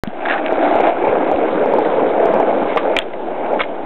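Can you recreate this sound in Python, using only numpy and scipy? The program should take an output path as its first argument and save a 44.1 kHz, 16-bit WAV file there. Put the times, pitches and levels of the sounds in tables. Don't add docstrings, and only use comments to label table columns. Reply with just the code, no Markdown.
import sys
import numpy as np
from scipy import signal
from scipy.fft import rfft, irfft
from scipy.io import wavfile

SR = 44100
rng = np.random.default_rng(int(sys.argv[2]) if len(sys.argv) > 2 else 0)


def magnitude_from_level(level_db):
    exponent = np.asarray(level_db, float) / 20
    return 10 ** exponent


def store_wav(level_fs):
    pcm = np.round(np.clip(np.atleast_2d(level_fs), -1, 1) * 32767)
    wavfile.write(sys.argv[1], SR, pcm.T.astype(np.int16))


N = 169785


def rms_one(x):
    return x / np.sqrt(np.mean(x ** 2) + 1e-20)


def drift(rate_hz):
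    settle = 8000
    r = np.exp(-2 * np.pi * rate_hz / SR)
    wander = signal.lfilter([1], [1, -2 * r, r * r], rng.standard_normal(N + settle))
    return rms_one(wander[settle:])


def resonate(x, hz, width_hz):
    r = np.exp(-np.pi * width_hz / SR)
    gain = (1 - r * r) / 2
    return signal.lfilter([gain, 0, -gain], [1, -2 * r * np.cos(2 * np.pi * hz / SR), r * r], x)


def add(out, start_s, x):
    i = int(start_s * SR)
    out[i:i + len(x)] += x[:N - i]


def grit():
    grains_per_s, spread_db = 900, 3.5
    sizes = magnitude_from_level(spread_db * np.minimum(rng.exponential(1, N), 4)) * rng.choice([-1, 1], N)
    return rms_one(sizes * (rng.random(N) < grains_per_s / SR))


def body(modes, shared_grit, middle_db=0):
    shared, flicker_db, flicker_hz = 0.5, 2, 9.3
    load_damps = 0.3
    total = np.zeros(N)
    for k, (hz, width_hz, db) in enumerate(modes):
        load_share = (k in (0, 2, 3)) - load_damps * (k in (4, 5))
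        level = magnitude_from_level(db + flicker_db * drift(flicker_hz) + middle_db * load_share)
        drive = np.sqrt(shared) * shared_grit + np.sqrt(1 - shared) * grit()
        ring = resonate(drive, hz, 1.8 * width_hz)
        ring = resonate(ring, hz, 1.8 * width_hz)
        total += (-1) ** k * level * rms_one(ring) * np.sqrt(width_hz)
    return rms_one(total)


# (time [s], level [dB], truck rattle re deck [dB], load on the middle deck modes [dB])
ROLLING = [(.045, -35.5, -6, -9.5), (.12, -30.5, -11, -11.5), (.23, -20.5, -11.5, -12),
           (.32, -15.5, -8.5, -14), (.42, -18, -13, -13), (.66, -14, -10.5, -10.5), (.88, -10.5, -10, -11),
           (.94, -21.5, -12, -9), (1.06, -12.5, -15.5, -6.5), (1.4, -15.5, -13.5, -5.5),
           (2.35, -13.5, -16.5, -4.5), (2.75, -16, -13.5, -6.5), (2.955, -15, -17.5, -7.5),
           (3.0, -25, -6, -7.5), (3.07, -27.5, -15.5, -7), (3.56, -14.5, -18, -6), (3.66, -23.5, -16, -8),
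           (3.85, -22.5, -14.5, -5.5)]
# (frequency [Hz], width [Hz], level [dB])
DECK_MODES = [(228, 101, -7.5), (321.8, 64.5, 0.5), (415.5, 64, -1), (513.5, 88, 2), (662.6, 88.4, 2),
              (794, 130, -4.5), (935, 196, -11)]
# (frequency [Hz], width [Hz], level [dB])
TRUCK_MODES = [(1250, 397, 4.5), (1600, 210, 1.5), (2150, 334, 2), (2800, 1200, -12), (3300, 1500, -6.5),
               (3660, 1500, -26.5)]
# (time [s], depth [dB])
GAIN_DUCKS = [
    (0.901, -1.5),
    (2.781, -8.5),
    (2.992, 0),
    (3.621, -8.5),
]


def rolling():
    recover_s = 0.038
    lump_db, lumps_hz = -0.5, 17
    load_mean_db, load_gain = -6, 1.31
    soft_limit = 0.62
    s, db, rattle_db, weight_db = np.transpose(ROLLING)
    t = np.arange(N) / SR
    shared_grit = grit()
    duck_db = np.zeros(N)
    for at, depth_db in GAIN_DUCKS:
        duck_db += depth_db * (t > at) * np.exp(-np.maximum(t - at, 0) / recover_s)
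    load = magnitude_from_level(np.interp(t, s, db) + duck_db + lump_db * drift(lumps_hz))
    middle_db = load_gain * (np.interp(t, s, weight_db) - load_mean_db)
    deck = body(DECK_MODES, shared_grit, middle_db)
    trucks = magnitude_from_level(np.interp(t, s, rattle_db)) * body(TRUCK_MODES, shared_grit)
    return soft_limit * np.tanh(load * (deck + trucks) / soft_limit)


# (frequency [Hz], level [dB])
STREET_SPECTRUM = [(30, -30), (70, -28), (150, -15), (400, -10), (1000, -21.5), (2000, -24.5),
                   (3300, -24.5), (4200, -31.5)]


def street():
    hz, db = np.transpose(STREET_SPECTRUM)
    f = np.fft.rfftfreq(N, 1 / SR) + 1
    shape = magnitude_from_level(np.interp(np.log(f), np.log(hz), db))
    noise = irfft(rfft(rng.standard_normal(N)) * shape, N)
    return magnitude_from_level(-39.5) * rms_one(noise)


def switch_on():
    step, step_end_s = 0.24, 0.0371
    pop, pop_s, pop_width_s = 1.4, 0.0369, 0.00012
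    t = np.arange(N) / SR
    return step * (t < step_end_s) + pop * np.exp(-((t - pop_s) / pop_width_s) ** 2)


# (time [s], peak [dB], pitch [Hz], t60 [s])
CAMERA_BUMPS = [(.073, -3, 215, 0.037), (.465, -40, 60, 0.065), (.555, -32.5, 70, 0.076),
                (.74, -25, 90, 0.079), (.95, -32, 80, 0.06), (1.088, -14.5, 96, 0.033),
                (1.343, -11, 60, .03), (2.63, -32.5, 110, 0.21), (2.764, -30.5, 40, 0.077),
                (2.964, -24, 45, 0.13), (3.612, -27, 45, 0.074), (3.837, -29.5, 50, 0.04)]


def bumps():
    out, t = np.zeros(N), np.arange(4000) / SR
    for s, db, hz, t60 in CAMERA_BUMPS:
        envelope = magnitude_from_level(-60 * t / t60) * (1 - np.exp(-t / 0.004))
        add(out, s, magnitude_from_level(db - 1) * np.sin(2 * np.pi * hz * t) * envelope)
    return out


# (time [s], peak [dB], pitch [Hz], t60 [s])
TRUCK_KNOCKS = [(0.0742, -13, 3300, 0.0048), (0.254, -8.5, 1680, 0.014), (0.259, -7, 1630, .02),
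                (0.2855, -6.5, 1660, .03), (0.2983, -3, 1679, .03), (.309, -4.5, 1724, 0.041),
                (0.322, -6.5, 1640, .04), (0.337, -8.5, 1600, 0.048), (.379, -10.5, 1744, 0.047),
                (0.4623, -2, 2560, 0.0055), (.4823, -8.5, 2260, .008), (.8685, -10.5, 1600, 0.041),
                (1.849, -12.5, 1920, 0.021), (2.4, -18.5, 1370, 0.013), (2.7715, -4, 2150, 0.034),
                (2.7734, -6.5, 1153, 0.09), (2.9656, 3, 2370, 0.024), (2.981, -35.5, 3300, .02),
                (2.988, 8.5, 3260, 0.0077), (3.017, -16, 3180, 0.045), (3.135, -19.5, 2060, 0.02),
                (3.5933, -7.5, 1367, 0.084), (3.604, -4.5, 2177, 0.036), (3.609, -4, 1250, 0.044),
                (3.616, -6.5, 3300, 0.02), (3.635, -11, 2135, 0.034), (1.36, -14, 2500, 0.014),
                (1.345, -27.5, 3300, .008)]
# (ratio to pitch, level [dB])
KNOCK_PARTIALS = [(.86, -8.5), (1.0, 0.5), (1.1, -5), (1.33, -11.5), (1.55, -9.5), (2.05, -15)]


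def knocks():
    scatter_db, attack_s = -9.5, 0.00013
    out, t = np.zeros(N), np.arange(4000) / SR
    for s, db, hz, t60 in TRUCK_KNOCKS:
        level_chance, pitch_chance = rng.standard_normal((2, len(KNOCK_PARTIALS)))
        level_chance[1] = pitch_chance[1] = 0
        ring = np.zeros(len(t))
        for k, (ratio, level_db) in enumerate(KNOCK_PARTIALS):
            partial_hz = hz * ratio * (1 + 0.03 * pitch_chance[k])
            ring += magnitude_from_level(level_db + 2 * level_chance[k]) * np.sin(2 * np.pi * partial_hz * t)
        crack = magnitude_from_level(scatter_db) * 4 * resonate(rng.standard_normal(len(t)), hz, 2000)
        knock = ring * magnitude_from_level(-60 * t / t60) + crack * magnitude_from_level(-60 * t / (1.6 * t60))
        add(out, s, magnitude_from_level(db - 8) * knock * np.minimum(t / attack_s, 1))
    return out


# (time [s], peak [dB], t60 [s])
ROAD_STONES = [(0.13, -15.5, 0.052), (0.383, -11, 0.023), (0.411, -10, 0.05), (0.491, -8, 0.05),
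               (0.523, 1.5, 0.035), (0.581, -1.5, 0.027), (0.754, 2, 0.031), (0.799, 3, 0.048),
               (0.826, -9, 0.029), (0.868, -3.5, 0.057), (1.038, -0.5, 0.059), (1.069, -0.5, 0.035),
               (1.169, -1.5, 0.046), (1.26, -9, 0.04), (1.314, -0.5, 0.049), (1.659, 2, 0.014),
               (1.736, 1.5, 0.028), (1.784, 0, 0.03), (2.019, 2, 0.02), (2.254, -1, 0.042),
               (2.337, 9, 0.037), (2.399, -0.5, 0.036), (2.527, -4, 0.028), (2.654, -6.5, 0.03),
               (2.761, 3, 0.038), (2.772, -3, 0.019), (2.961, -4.5, 0.031), (3.529, -3.5, 0.056),
               (3.556, -7.5, 0.071), (3.604, -9.5, 0.12)]


def stones():
    centre_hz, rise_s = 613.5, 0.00079
    trim_db, ceiling_db = -3, -2.6
    out, t = np.zeros(N), np.arange(3000) / SR
    for s, db, t60 in ROAD_STONES:
        chance = rng.standard_normal(7)
        ring = np.zeros(len(t))
        for k, ratio in enumerate((0.8, 1.0, 1.25)):
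            hz = centre_hz * ratio * (1 + 0.064 * chance[3 + k])
            ring += magnitude_from_level(2 * chance[k]) * np.sin(2 * np.pi * hz * t)
        ring *= magnitude_from_level(-60 * t / t60) * (1 - np.exp(-t / rise_s))
        peak = magnitude_from_level(min(db + trim_db, ceiling_db))
        add(out, s, ring * np.sign(chance[6]) / np.abs(ring).max() * peak)
    return out


def contact():
    skip_share, skip_s, lead_s = 0.64, 0.0048, 0.00033
    t = np.arange(N) / SR
    touching = np.ones(N)
    for s, *_ in ROAD_STONES:
        touching *= 1 - skip_share * np.exp(-((t - s + lead_s) / skip_s) ** 2)
    return touching


def scene():
    wall_s, wall_db = 0.011, -21.5
    board = contact() * rolling() + stones() + knocks()
    board = signal.sosfilt(signal.butter(3, 130, "high", fs=SR, output="sos"), board)
    lag = int(wall_s * SR)
    echo = magnitude_from_level(wall_db) * np.concatenate([np.zeros(lag), board[:-lag]])
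    return (board + echo + street() + bumps())[None]


def top_cut(x):
    return signal.sosfilt(signal.butter(12, 16820, fs=SR, output="sos"), x)


def record(dry):
    edge_hz, stop_hz, hiss_db = 3100, 4620, -83
    start_s, offset, ceiling = 0.0362, -0.037, 0.71
    t = np.arange(N) / SR
    x = dry + magnitude_from_level(hiss_db) * rng.standard_normal(N)
    x = signal.sosfilt(signal.butter(3, edge_hz, fs=SR, output="sos"), x)
    x = signal.sosfilt(signal.cheby2(12, 60, stop_hz, fs=SR, output="sos"), x)
    fade_in = np.clip((t - start_s) / 0.0001, 0, 1)
    x = (x + offset - switch_on()) * fade_in
    mix = np.clip(x, -ceiling, ceiling)
    return top_cut(mix)


dry = scene()
out = record(dry)
store_wav(out)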